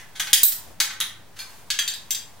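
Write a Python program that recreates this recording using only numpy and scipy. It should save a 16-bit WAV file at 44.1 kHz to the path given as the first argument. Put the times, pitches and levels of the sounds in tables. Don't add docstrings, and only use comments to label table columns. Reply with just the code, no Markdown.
import sys
import numpy as np
from scipy import signal
from scipy.fft import rfft, irfft
from scipy.io import wavfile
from scipy.ndimage import uniform_filter1d

SR = 44100
rng = np.random.default_rng(int(sys.argv[2]) if len(sys.argv) > 2 else 0)


def volts_from_db(level):
    exponent = np.asarray(level, float) / 20
    return 10 ** exponent


def inscribe(sig):
    pcm = np.round(np.clip(np.atleast_2d(sig).T, -1, 1) * 32767)
    wavfile.write(sys.argv[1], SR, pcm.astype(np.int16))


N = 105840


def evened(x):
    return x / np.sqrt(np.mean(x ** 2) + 1e-20)


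def read(points, hz):
    f, value = np.transpose(points)
    return np.interp(np.log(hz + 1), np.log(f + 1), value)


def coloured(x, gain_db):
    log_gain = np.log(volts_from_db(np.concatenate([gain_db, gain_db[-2:0:-1]])))
    spectrum = np.exp(np.conj(signal.hilbert(log_gain)))
    taps = np.fft.ifft(spectrum).real[:len(gain_db)]
    taps = taps.reshape((1,) * (x.ndim - 1) + (-1,))
    return signal.fftconvolve(x, taps, axes=-1)[..., :x.shape[-1]]


# pitch_hz, correlation
LIKENESS = [(60, 0.44), (240, 0.37), (950, 0.74), (3770, 0.42), (15000, -0.19)]


def diffuse_pair(frames, hz):
    a, b, c, d = rng.standard_normal((frames, len(hz), 4)).T
    left, other = a + 1j * b, c + 1j * d
    same = np.clip(read(LIKENESS, hz), -1, 1)[:, None]
    return np.array([left, same * left + np.sqrt(1 - same ** 2) * other])


def stereo_noise(colour):
    hz = np.fft.rfftfreq(1024, 1 / SR)
    spectra = diffuse_pair(N // 256 + 5, hz) * volts_from_db(read(colour, hz))[:, None]
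    return evened(signal.istft(spectra, nperseg=1024, noverlap=768)[1][:, :N])


# (per Hz, relative)
AIR_COLOUR = [(12, -36), (20, -25.5), (55, -3.5), (151, -11.5), (287, -17.5), (724, -18), (787, -17),
              (881, -16.5), (1040, -20.5), (1830, -23), (2630, -25.5), (14900, -32.5), (16300, -21)]


def room_tone():
    level_db = -50
    return volts_from_db(level_db) * stereo_noise(AIR_COLOUR)


# (per Hz, relative)
BUMP_COLOUR = [(50, -5), (105, -10), (200, -20), (450, -15.5), (900, -23), (2000, -42)]


def low_bump():
    start_s, length_s, level_db = .63, .14, -49
    u = np.clip((np.arange(N) / SR - start_s) / length_s, 0, 1)
    return volts_from_db(level_db) * np.sin(np.pi * u) * stereo_noise(BUMP_COLOUR)


# time_s, level_db
RUSTLE_LEVEL = [(0, -55), (.1, -57.5), (.5, -64), (.62, -49.5), (.72, -53), (.8, -71), (1.33, -81),
                (1.4, -53.5), (1.5, -48.5), (1.6, -51), (1.66, -57), (1.9, -57), (2.05, -55), (2.4, -56.5)]
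# (per Hz, relative)
RUSTLE_COLOUR = [(290, -42), (500, -21.5), (992, -6.5), (1100, -9), (1180, -16.5), (13700, -19),
                 (16300, -26.5)]


def rustle():
    level_db = np.interp(np.arange(N) / SR, *np.transpose(RUSTLE_LEVEL))
    return volts_from_db(level_db) * stereo_noise(RUSTLE_COLOUR)


# pitch_hz, t60_s
GARAGE_DECAY = [(500, 0.46), (1320, 0.53), (3480, 0.36), (9190, 0.31), (15000, .25)]


def garage():
    level_db, gap_s = 3, .003
    early_db, early_t60_s = -5, 0.067
    hz, t = np.fft.rfftfreq(256, 1 / SR), np.arange(420) * 64 / SR
    decay = volts_from_db(-60 * t / read(GARAGE_DECAY, hz)[:, None])
    tail = signal.istft(diffuse_pair(len(t), hz) * decay, nperseg=256, noverlap=192)[1]
    tail = tail * (1 + volts_from_db(early_db - 60 * np.arange(tail.shape[1]) / SR / early_t60_s))
    tail = np.pad(tail, ((0, 0), (round(gap_s * SR), 0)))
    return volts_from_db(level_db) * tail / np.linalg.norm(tail[0])


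def knock(modes, crack, room_db, level_db, low_db, treble_db, ring_db, crack_t60_s):
    t, hz = np.arange(SR // 2) / SR, np.fft.rfftfreq(4096, 1 / SR)
    tilt = [(1670, low_db), (3860, 0), (12000, treble_db)]  # Hz, dB
    rise_s = .00022 * volts_from_db(-.92 * level_db)
    rise = np.minimum(t / rise_s, 1)

    colour = read(crack, hz) + read(tilt, hz)
    push = rise * volts_from_db(-60 * np.maximum(t - rise_s, 0) / max(crack_t60_s, .001))
    burst = coloured(rng.standard_normal(len(t)) * push, colour)
    burst = burst / np.sqrt(np.mean(volts_from_db(2 * colour)))

    f, mode_db, t60 = np.transpose(modes)[:, :, None]
    partials = volts_from_db(mode_db + read(tilt, f) - 60 * t / t60) * np.sin(2 * np.pi * f * t)
    ring = partials.sum(0) * rise

    direct = volts_from_db(level_db - 6) * (burst + volts_from_db(ring_db) * ring)
    sound = volts_from_db(room_db) * signal.fftconvolve(direct[None], garage(), axes=1)
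    sound[:, :len(t)] += direct
    return sound


# start_s, level_db, length_s
THUMPS = [(0.329, -36, 0.0038), (0.4327, -20.5, 0.00076)]


def overload_thumps():
    out, t = np.zeros(N), np.arange(N) / SR
    for start_s, level_db, length_s in THUMPS:
        u = np.clip((t - start_s) / length_s, 0, 1)
        out += volts_from_db(level_db) * np.sin(np.pi * u) ** 2
    return out


# pitch_hz, difference_db
PORT_LEVELS = [(60, -2), (120, 5.5), (240, -2), (480, 9), (950, -2), (1890, -0.5), (3770, -1), (7520, 4.5),
               (15000, -7)]
# pitch_hz, phase_rad
PORT_PHASES = [(2500, 0), (5000, 0.19), (9000, 1.49), (15000, 1.8)]


def through_ports(x):
    hz = np.fft.rfftfreq(N, 1 / SR)
    half = volts_from_db(read(PORT_LEVELS, hz) / 2) * np.exp(.5j * read(PORT_PHASES, hz))
    return irfft(rfft(x) * np.array([half, 1 / half]), N)


# start_s, level_db, low_db, treble_db, ring_db (over the crack), crack_t60_s
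BIG_KNOCKS = [(-.06, -23.5, 10, 0, -6, 0.034), (.151, -34, 2.5, -6.5, 3, 0.12),
              (.1965, -15, 4.5, 1, -16, 0.015), (.199, -13, 5, -5.5, -16, 0.031),
              (.245, -39, -5, 13, -15, 0.024), (.2693, -24, 6.5, -5, -0.5, 0.034),
              (.296, -35, 11, 9, -0.5, 0.023), (.331, 1.5, -6.5, 2, -8, 0.035),
              (.8014, -1.5, -6, -4, -7, .012), (.8045, -7.5, 2.5, -5, -9.5, .02),
              (.9, -29.5, 7, -11, 5.5, 0.037), (.925, -35, 14, -3, -16, 0.047),
              (1.0022, -11, 6, 8.5, -36, 0.021), (1.011, -11, 4, -49, -16, 0.01)]
SMALL_KNOCKS = [(1.7025, -11.5, -1, -5, -17, 0.034), (1.7888, -9, 0, -4.5, -15.5, 0.026),
                (1.8775, -11.5, -7.5, -3.5, -10.5, 0.017), (1.936, -22.5, -4, 0, -18, 0.017),
                (2.1066, -11.5, -6, 7, -15, 0.025), (2.147, -17, -6, 1, -17.5, 0.016),
                (2.162, -39, 3.5, -9, -21, 0.012)]
PULLEY_KNOCKS = [(.4325, 3, 4.5, -5.5, -4.5, 0.01), (.481, -11.5, 9.5, -4.5, -3, 0.017),
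                 (.5212, -17, 13, -12.5, 1, 0.017)]
SLIDE_KNOCKS = [(1.355, -40, 12, 1, -11, 0.04), (1.376, -40, -6, 0, -12, 0.017),
                (1.388, -28, 7, 3.5, -10, 0.012), (1.399, -30, -0.5, 4, -5, 0.0098),
                (1.413, -32, 8.5, -1, -8, 0.0079)]
SPINE_KNOCKS = [(1.7025, -23.5, -25, 0.011, 0.5, 0.0057), (1.7888, -20.5, -0.5, 0, 4.5, 0.0017),
                (1.8775, -25, -25, 0, -8, 0.0037), (2.1066, -25.5, -5, 0, -2, .003),
                (2.147, -26, -18, 0, -2.5, 0.0035)]
# pitch_hz, level_db (relative), t60_s
BIG_MODES = [(834, -24, 0.092), (1537, -17, 0.13), (2021, -13, 0.067), (2200, -15, 0.11), (2510, -18, 0.13),
             (3235, -13, 0.093), (3480, -11, 0.052), (3730, -12.5, 0.037), (4350, -29, .1),
             (4650, -3, 0.026), (5290, -8.5, 0.014), (6600, -4, 0.038), (7800, -25, .05),
             (8750, -31, 0.043), (10870, -18, 0.066), (11020, -21, 0.08), (14100, -9, 0.11),
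             (14800, -19, 0.1)]
SMALL_MODES = [(1593, -9.5, 0.12), (1790, -34, 0.19), (2720, -25, 0.055), (3714, 1, 0.075), (3890, -7, .08),
               (4660, -2, 0.1), (5500, -26, 0.067), (6160, 2, 0.073), (7510, 4, 0.076), (9180, -14, 0.035),
               (10100, -16, .06), (10600, -68, .05), (13700, -1, 0.06), (15300, -21, 0.023)]
PULLEY_MODES = [(4102, -35, 0.035), (4810, -24, 0.027), (9040, -8.5, .05), (11160, -24.5, .05),
                (12520, -9, .05), (13080, 1, 0.09), (13800, -35, .06), (13610, 1.5, 0.099),
                (13180, 1.5, 0.064), (13900, -6, 0.072), (13370, -2, .07), (14310, 0, .06),
                (14630, -5, 0.069), (15560, -25, 0.037), (15105, -2, 0.049), (15000, -8, 0.046)]
SLIDE_MODES = [(1560, -7, 0.078), (2365, -3.5, 0.059), (4380, 8, 0.066), (5000, 4.5, 0.054),
               (6261, -8, 0.069), (8200, -7, .05), (10900, -0.5, 0.055), (11000, -14, .04),
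               (15000, -13, 0.034)]
SPINE_MODES = [(1685, -8, .14), (3257, 0, .3), (4673, -7, .28), (6200, -10, .28), (7510, -11, .35)]
# (per Hz, relative)
BIG_CRACK = [(200, -23), (600, -29.5), (900, -17.5), (1500, -4.5), (2600, -4.5), (3300, 4), (4700, 0.5),
             (5400, 0), (6380, 2), (8060, -3.5), (9300, -0.5), (12000, -5), (16300, -9.5)]
SMALL_CRACK = [(300, -72), (900, -29), (1300, -16.5), (1700, -2), (2500, -7.5), (3270, -1), (3800, 2),
               (5050, -2), (7500, -5.5), (11100, -8), (12400, -8), (13800, -10), (16300, -11)]
PULLEY_CRACK = [(300, -58), (1500, -37.5), (2800, -29.5), (3600, -11), (6000, -10), (9300, -5),
                (11500, -3.5), (12600, 2), (13300, -11), (15200, -4), (16300, -7)]


def hardware():
    spine_room_db = -9
    pieces = [(BIG_KNOCKS, BIG_MODES, BIG_CRACK, 0),
              (SMALL_KNOCKS, SMALL_MODES, SMALL_CRACK, 0),
              (PULLEY_KNOCKS, PULLEY_MODES, PULLEY_CRACK, 0),
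              (SLIDE_KNOCKS, SLIDE_MODES, BIG_CRACK, 0),
              (SPINE_KNOCKS, SPINE_MODES, SMALL_CRACK, spine_room_db)]
    lead = 4410
    out = np.zeros((2, N + lead + 2 * SR))
    for knocks, modes, crack, room_db in pieces:
        for start_s, *row in knocks:
            sound = knock(modes, crack, room_db, *row)
            at = lead + round(start_s * SR)
            out[:, at:at + sound.shape[1]] += sound
    return through_ports(out[:, lead:lead + N] + overload_thumps())


def scene():
    return hardware() + room_tone() + low_bump() + rustle()


# pitch_hz, gain_db
MIC_RESPONSE = [(30, -8.5), (90, 2), (11600, 0.5), (12100, -3), (12700, -1.5), (13100, 0.5), (15700, 2.5),
                (16200, -18.5)]


def microphone(x):
    return coloured(x, read(MIC_RESPONSE, np.fft.rfftfreq(8192, 1 / SR)))


def duck_db(dry):
    threshold_db, share, over_fall_db_per_s = -18, 0.2, 82
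    power = uniform_filter1d((dry ** 2).mean(0), 400, origin=199)
    power_db = 10 * np.log10(abs(power) + 1e-12)
    fall = np.arange(N) * over_fall_db_per_s / SR
    held_db = np.maximum.accumulate(power_db + fall) - fall
    over_db = np.maximum(held_db - threshold_db, 0)
    return share * uniform_filter1d(over_db, 200, origin=99)


def top_cut(x):
    return signal.sosfilt(signal.butter(12, 16410, fs=SR, output="sos"), x)


def record(dry):
    offset, edge_hz = -.0042, 16300
    levelled = microphone(dry) / volts_from_db(duck_db(dry))
    clipped = np.clip(levelled + offset, -1, 1)
    low_pass = signal.firwin(255, edge_hz, window=("kaiser", 9), fs=SR)
    mix = signal.oaconvolve(clipped, low_pass[None], "same")
    return top_cut(mix)


dry = scene()
out = record(dry)
inscribe(out)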